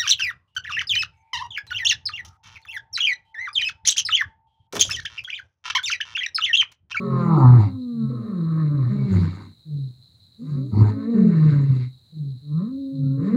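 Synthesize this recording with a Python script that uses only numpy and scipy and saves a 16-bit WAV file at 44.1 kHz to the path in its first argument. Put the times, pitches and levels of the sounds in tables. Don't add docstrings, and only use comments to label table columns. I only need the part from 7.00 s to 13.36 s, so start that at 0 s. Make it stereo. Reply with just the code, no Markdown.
import sys
import numpy as np
from scipy import signal
from scipy.fft import rfft, irfft
from scipy.io import wavfile
from scipy.ndimage import uniform_filter1d

SR = 44100
rng = np.random.default_rng(int(sys.argv[2]) if len(sys.argv) > 2 else 0)


def invert_db(level):
    return 10 ** (np.asarray(level, dtype=float) / 20)


def to_wav(s):
    ch = np.atleast_2d(s).T
    pcm = np.round(np.clip(ch, -1, 1) * 32767)
    wavfile.write(sys.argv[1], SR, pcm.astype(np.int16))


N = 280476

# start in seconds, pitch in Hz, chest tone in dB,
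# mouth opening in dB against the chest.
LEADER_ROARS = [
    [(0, 188.9, -31.5, -9.5), (.21, 173.7, -26.5, -3), (.33, 163.8, -14.5, -15), (.415, 130.8, -16.5, -9.5),
     (.445, 126.4, -6.5, -21), (.55, 121.7, -9.5, -23), (.615, 107.1, -11, -23.5), (.67, 93.1, -25.5, -20),
     (.77, 105.3, -40, -24)],
    [(1.9, 201.9, -23, -24.5), (2.044, 206.8, -26, -27), (2.186, 173.2, -19, -34),
     (2.29, 153.9, -30.5, -28)],
    [(4.14, 207.3, -18.5, -34), (4.25, 178.1, -16, -37), (4.362, 159.1, -17, -29),
     (4.47, 150.9, -11.5, -32.5), (4.64, 137.2, -16, -33), (4.668, 138, -26, -31),
     (4.7, 132.1, -14.5, -38.5), (4.82, 124.4, -24, -32), (4.885, 122.9, -37, -32)],
    [(5.42, 143.6, -45, -47.5), (5.542, 150.2, -19, -43.5), (5.612, 184, -22.5, -24),
     (5.7, 260.6, -31, -28), (5.79, 274.4, -27.5, -54.5), (6.072, 264, -27, -47.5), (6.24, 277.4, -27, -26),
     (6.3, 285.6, -43.5, -7.5)],
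]
# start in seconds, pitch in Hz, chest tone in dB,
# mouth opening in dB against the chest.
PARTNER_ROARS = [
    [(0, 227.2, -34, -14.5), (.21, 210.8, -26.5, -20), (.33, 206.1, -23, -12), (.42, 197.7, -29, -2.5)],
    [(.66, 273.7, -30.5, -18), (.734, 261.7, -36, -25.5), (.816, 253.5, -30, -39),
     (1.05, 217.3, -23.5, -30), (1.098, 221.2, -39.5, -19.5)],
    [(1.1, 220, -41, -11.5), (1.276, 207, -32, -21.5), (1.4, 166.7, -22.5, -31.5),
     (1.616, 156.6, -22.5, -20), (1.648, 149.9, -18.5, -28.5), (1.73, 146.7, -17.5, -36),
     (1.882, 115.5, -21.5, -23), (1.926, 144.3, -26.5, -31), (2.06, 130.6, -20.5, -35.5)],
    [(3.44, 165.9, -51, -16), (3.5, 174.3, -43.5, -10.5), (3.58, 186.1, -40, -15.5),
     (3.694, 203, -47, -26.5), (3.8, 205.4, -35, -23), (4.034, 219, -32, -20), (4.112, 233.4, -20, -31),
     (4.29, 213.7, -15.5, -40), (4.4, 187.3, -39.5, -23.5)],
    [(6.18, 133.4, -25, -32), (6.302, 219.1, -21.5, -24), (6.36, 246.2, -17.5, -29.5)],
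]
LEADER_OVERTONE_DB = [-19.5, -20.5, -23, -28]
PARTNER_OVERTONE_DB = [-21.5, -28.5, -21.5, -17, -20]
LEADER_RAGGED = [.12, .28, .27, .04]
PARTNER_RAGGED = [.14, .05, .15, .16, .15]

# start in seconds, pitch in Hz, chest tone in dB,
# mouth opening in dB against the chest.
BARKS = [
    [(2.1, 95.08, -28, -24), (2.145, 96.27, -14.5, -30), (2.26, 95.03, -24, -23), (2.342, 94.1, -35.5, -17),
     (2.42, 98.34, -37.5, -14), (2.53, 93.28, -56, -17.5)],
    [(3.72, 98.7, -22.5, -34.5), (3.76, 102.9, -19, -25), (3.822, 109.4, -8, -28.5),
     (3.86, 102.8, -20, -22.5), (3.9, 103.3, -25.5, -19), (3.97, 103, -48.5, -12)],
]
BARK_OVERTONE_DB = [-15, -16.5]
BARK_RAGGED = [.62, .42]

# start in seconds, length in seconds, peak in dB, first pitch in Hz, last pitch in Hz.
YELPS = [
    (1.09, .37, -32.5, 241.5, 214),
]
MOANS = [
    (.03, .28, -20, 136.8, 128),
    (.925, .335, -24.5, 152, 112),
    (2.655, .255, -23.5, 158, 125.6),
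    (3.42, .295, -22, 158, 120.7),
    (5.125, .25, -25, 163.1, 122),
    (5.925, .29, -18.5, 147, 129.8),
]
HUMS = [
    (1.63, .24, -30.5, 274, 313.6),
    (3.38, .115, -31, 211.5, 291.3),
    (3.51, .2, -30.5, 220.5, 312),
    (3.89, .23, -26, 264, 283.3),
]
# start in seconds, length in seconds, peak in dB, first pitch in Hz, last pitch in Hz.
WHINES = [
    (0, .27, -31, 412, 383),
    (.35, 0.099, -22, 334.7, 327.4),
    (.55, .11, -33.5, 338, 326.2),
    (1.09, .13, -42, 260, 350),
    (1.97, .12, -53.5, 2257, 2225),
    (5.66, 0.3, -53, 80, 84.2),
    (6.02, .135, -64, 1352, 1371),
    (6.16, .14, -40, 463, 451),
    (6.305, .055, -18, 210, 199),
]
YELP_SHAPE = dict(attack_share=.4, rise_db=-0.5, release_share=0.9, droop_db=-0.5, fade_db=6, overtone_db=-16, opening_db=-23.5)
MOAN_SHAPE = dict(attack_share=0.37, rise_db=18.5, release_share=0.28, droop_db=5, fade_db=13, overtone_db=-26.5, opening_db=-61)
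HUM_SHAPE = dict(attack_share=0.37, rise_db=21, release_share=0.9, droop_db=1.5, fade_db=14, overtone_db=-23.5, opening_db=-40)
WHINE_SHAPE = dict(attack_share=0.22, rise_db=11.5, release_share=0.41, droop_db=2.5, fade_db=9.5, overtone_db=0, opening_db=0)

# time in seconds, jaws wide from 0 up, head raised from 0 to 1.
JAWS = [(0, 0, .1), (.25, .2, .15),(.38, .9, 0), (.66, 1.1, 0.32), (.8, .05, .05), (1.9, .1, 0.5),
        (2.12, 0.7, 0.7), (2.45, 0.5, 0.6), (3.7, .05, 0.2), (3.74, 2.15, 0.01), (3.9, 1.4, 0.8),
        (3.96, 0.1, 0.5), (4.1, .15, 0.7), (4.5, .3, 0.96), (4.85, 0.4, 1), (5.4, .05, 0.14),
        (6.14, .05, 0.11), (6.25, .15, .7)]
# frequency in Hz, width in Hz, level in dB.
MOUTH = [(1038, 66, 1.5), (1163, 180, -2), (1331, 110, -4.5)]
GAPE = [(757, 130, -1), (936.3, 86, 5)]
LIFT = [(1545, 240, 1), (1784, 110, 0), (1935, 280, -9.5)]
THROAT = [(536, 69, 0.5)]
# frequency in Hz, width in Hz, level in dB.
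RASP = [(2110, 250, 2.5), (2700, 54, -3.5), (3970, 540, -5)]
TEETH = [(4540, 340, 0), (5200, 1000, -11.5), (6920, 1000, -7.5), (8500, 1900, -18)]
SPRAY = [(4440, 290, -.5)]
# centre in seconds, spread in seconds, rasp
# in dB, hiss in dB.
AIR_SWELLS = [
    (.635, 0.038, -51.5, -63.5),
    (2.239, 0.13, -53, -63.5),
    (3.52, 0.1, -76.5, -67.5),
    (3.771, .05, -67, -61),
    (4.8, .05, -56, -68.5),
]

# delay in seconds, level in dB.
ECHOES = [(.031, -14.5), (0.057, -16), (.094, -24), (0.142, -24.5), (0.209, -42.5)]
# time in seconds, level in dB.
TWIG = (2.91, -67.5)
# frequency in Hz, density in dB per Hz.
FLOOR = [(30, -0.5), (114, 8), (417, -21), (5300, -35.5), (7000, -26.5), (11000, -29), (12100, -41),
         (13500, -29)]


def rms_one(x):
    return x / np.sqrt(np.mean(x ** 2) + 1e-20)


def in_time(rows):
    s, *columns = np.transpose(rows)
    return [np.interp(np.arange(N) / SR, s, c) for c in columns]


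def wobble(hz):
    low_pass = signal.butter(2, hz, fs=SR, output="sos")
    return rms_one(signal.sosfilt(low_pass, rng.standard_normal(N)))


def band(x, low_hz, high_hz, order=2):
    return signal.sosfilt(signal.butter(order, [low_hz, high_hz], "band", fs=SR, output="sos"), x)


def resonate(x, modes, patchy_db, turn=1):
    out = 0
    for k, (hz, width, db) in enumerate(modes):
        r = np.exp(-np.pi * 1.5 * width / SR)
        b = (1 - r * r) / 2 * np.array([1, 0, -1])
        a = [1, -2 * r * np.cos(2 * np.pi * hz / SR), r * r]
        ringing = signal.lfilter(b, a, signal.lfilter(b, a, x))
        out = out + turn ** k * invert_db(db + patchy_db * wobble(9)) * ringing
    return out


def gate(calls):
    sounding = np.zeros(N)
    for call in calls:
        sounding[round(call[0][0] * SR):round(call[-1][0] * SR)] = 1
    return sounding


def lion(calls, fall_db, mouth_db, haze_share):
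    calls = sorted(calls, key=lambda call: call[0][0])
    pitch, chest_db, second_db, open_db, rough = in_time(np.vstack(calls))
    sounding = uniform_filter1d(gate(calls), size=600, mode="nearest")
    sounding = uniform_filter1d(sounding, size=600, mode="nearest")

    jitter = .004 * wobble(14) + .05 * rough * wobble(60)
    phase = 2 * np.pi * np.cumsum(pitch * (1 + jitter)) / SR
    chest = invert_db(chest_db) * np.sin(phase) * (1 + 0.55 * rough * wobble(45))
    haze = np.clip(haze_share * rough, 0, .9)
    for k in range(2, 5):
        shut = 1 / (1 + (k * pitch / 630) ** 12)
        level = shut * invert_db(second_db - fall_db * (k - 2.5))
        chest += level * np.sin(k * phase + k) * (1 - haze + haze * wobble(40))

    closing = np.diff(np.floor(phase / (2 * np.pi)), prepend=0) * np.sqrt(SR / pitch)
    cycle = (1 + np.cos(phase)) ** 2 / 2
    source = (1 - rough) * closing + 2.0 * rough * cycle * rng.standard_normal(N)
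    source = source / np.hypot(1 - rough, 2.4 * rough)

    gape, lift = in_time(JAWS)
    mouth = resonate(source, MOUTH, 2.5, -1)
    mouth = mouth + gape * resonate(source, GAPE, 2.5, -1)
    mouth = mouth + lift * resonate(source, LIFT, 3)
    mouth -= resonate(source, THROAT, 2.5) / (1 + 1.5 * gape)
    mouth = invert_db(open_db + mouth_db) * rms_one(mouth) / np.sqrt(1 + gape + .5 * lift)
    return sounding * (np.sqrt(2) * chest + mouth), sounding * cycle * invert_db(open_db)


def roar(rows, overtone_db, ragged):
    s, pitch, chest_db, opening_db = np.transpose(rows)
    slide = np.abs(np.gradient(np.log(pitch), s))
    rough = np.clip(ragged + .08 * slide, 0, .8)
    peak_db = chest_db.max()
    second_db = overtone_db + peak_db + .7 * (chest_db - peak_db)
    return np.transpose([s, pitch, chest_db, second_db, chest_db + opening_db, rough])


def cries(rows, ragged, attack_share, rise_db, release_share, droop_db, fade_db, overtone_db, opening_db):
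    share = np.array([0, attack_share, max(1 - release_share, attack_share + .1), 1])
    loss_db = np.array([rise_db, 0, droop_db, fade_db])
    opening = opening_db + 5.5 * share
    calls = []
    for s, length, db, first, last in rows:
        pitch = first + (last - first) * share
        score = np.transpose([s + length * share, pitch, db - loss_db, opening])
        calls.append(roar(score, overtone_db, ragged))
    return calls


def whines():
    calls = cries(WHINES, 0, **WHINE_SHAPE)
    pitch, level_db = in_time(np.vstack(calls)[:, :3])
    sounding = uniform_filter1d(gate(calls), size=900, mode="nearest")
    tone = np.sin(2 * np.pi * np.cumsum(pitch) / SR)
    return np.sqrt(2) * sounding * invert_db(level_db) * tone * (1 + 0.36 * wobble(33))


def breath(beat):
    flow = np.abs(uniform_filter1d(beat, size=2000))
    lift = np.clip(in_time(JAWS)[1], 0, 1.5)
    levels = flow * invert_db([-28 + 26.5 * lift, -37 + 24 * lift])
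    for s, spread, *db in AIR_SWELLS:
        puff = np.exp(-.5 * ((np.arange(N) / SR - s) / spread) ** 2)
        levels = levels + invert_db(db)[:, None] * puff
    return 20 * np.log10(levels + 1e-9)


def rasp(cycles, modes, level_db, apart, pan_db):
    throb = .8 + .25 * cycles / (uniform_filter1d(cycles, size=2000) + 1e-6)
    mid, side = rng.standard_normal((2, N))
    air = (mid + apart * side * [[1], [-1]]) * throb * invert_db(1.5 * wobble(12))
    return invert_db(level_db) * rms_one(resonate(air, modes, 2.9)) * invert_db([[pan_db / 2], [-pan_db / 2]])


def place(x, pan_db, lag):
    late = np.interp(np.arange(N) - lag, np.arange(N), x)
    return np.array([late * invert_db(pan_db / 2), x * invert_db(-pan_db / 2)])


def bush(x):
    dull = band(x, 46, 670, order=1)
    out = np.zeros((2, N))
    for s, db in ECHOES:
        for side, stretch in enumerate((1.012, 1)):
            lag = round(s * stretch * SR)
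            out[side, lag:] += invert_db(db) * dull[:-lag]
    return out


def twig():
    snap_s, level_db = TWIG
    since = np.arange(N) / SR - snap_s
    dying = (since > 0) * invert_db(level_db - 60 * np.abs(since) / 0.027)
    return dying * band(rng.standard_normal((2, N)), 3500, 15500)


def insects(level_db):
    struck = rng.random((2, N)) < 1500 / SR
    clicks = struck * rng.standard_normal((2, N)) * invert_db(0.25 * wobble(90))
    wings = [(3879, 61, -4), (4036, 230, -1)]   # Hz, width Hz, dB
    song = resonate(clicks + 0.045 * clicks[::-1], wings, 1.6)
    return invert_db(level_db) * rms_one(song) * invert_db([[1.7], [-1.7]])


def floor(level_db):
    hz = np.fft.rfftfreq(N, 1 / SR) + 1
    points = np.array(FLOOR)
    colour = invert_db(np.interp(np.log(hz), np.log(points[:, 0]), points[:, 1]))
    mid, side = rfft(rng.standard_normal((2, N))) * colour
    alike = 1 / (1 + (hz / 1500) ** 2)
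    pair = irfft(np.sqrt(1 + alike) * mid + np.sqrt(1 - alike) * side * [[1], [-1]], N)
    return invert_db(level_db) * rms_one(pair) * invert_db(0.47 * wobble(21)) * invert_db([[1.5], [-1.5]])


def scene():
    leader_calls = list(map(roar, LEADER_ROARS, LEADER_OVERTONE_DB, LEADER_RAGGED))
    leader_calls += cries(YELPS, .36, **YELP_SHAPE) + cries(HUMS, .1, **HUM_SHAPE)
    partner_calls = list(map(roar, PARTNER_ROARS, PARTNER_OVERTONE_DB, PARTNER_RAGGED))
    grunter_calls = cries(MOANS, .15, **MOAN_SHAPE)
    grunter_calls += list(map(roar, BARKS, BARK_OVERTONE_DB, BARK_RAGGED))

    leader, leader_beat = lion(leader_calls, fall_db=9.0, mouth_db=2.5, haze_share=1.4)
    partner, partner_beat = lion(partner_calls, fall_db=10.0, mouth_db=4.0, haze_share=1.3)
    grunter, grunter_beat = lion(grunter_calls, fall_db=10.0, mouth_db=3.0, haze_share=2.4)
    leader = leader + whines()
    pride = place(leader, 0.96, lag=3.0) + place(partner, 0.97, lag=5.3) + place(grunter, 2.4, lag=-1.5)

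    beat = leader_beat + partner_beat + grunter_beat
    rasp_db, hiss_db = breath(beat)
    air = rasp(beat, RASP, rasp_db, apart=.6, pan_db=1.5)
    air += rasp(beat, TEETH, hiss_db, apart=.9, pan_db=8.0)
    air += in_time(JAWS)[0] * rasp(beat, SPRAY, hiss_db - 0.5, apart=.9, pan_db=6.5)

    echoes = bush(leader + partner + grunter)
    return pride + air + echoes + insects(level_db=-57.5) + floor(level_db=-57) + twig()


def top_cut(x):
    return signal.sosfilt(signal.butter(12, 15660, fs=SR, output="sos"), x)


def record(dry):
    thin = signal.sosfilt(signal.butter(4, 78, "high", fs=SR, output="sos"), dry)
    return top_cut(thin)


dry = scene()
out = record(dry)
to_wav(out)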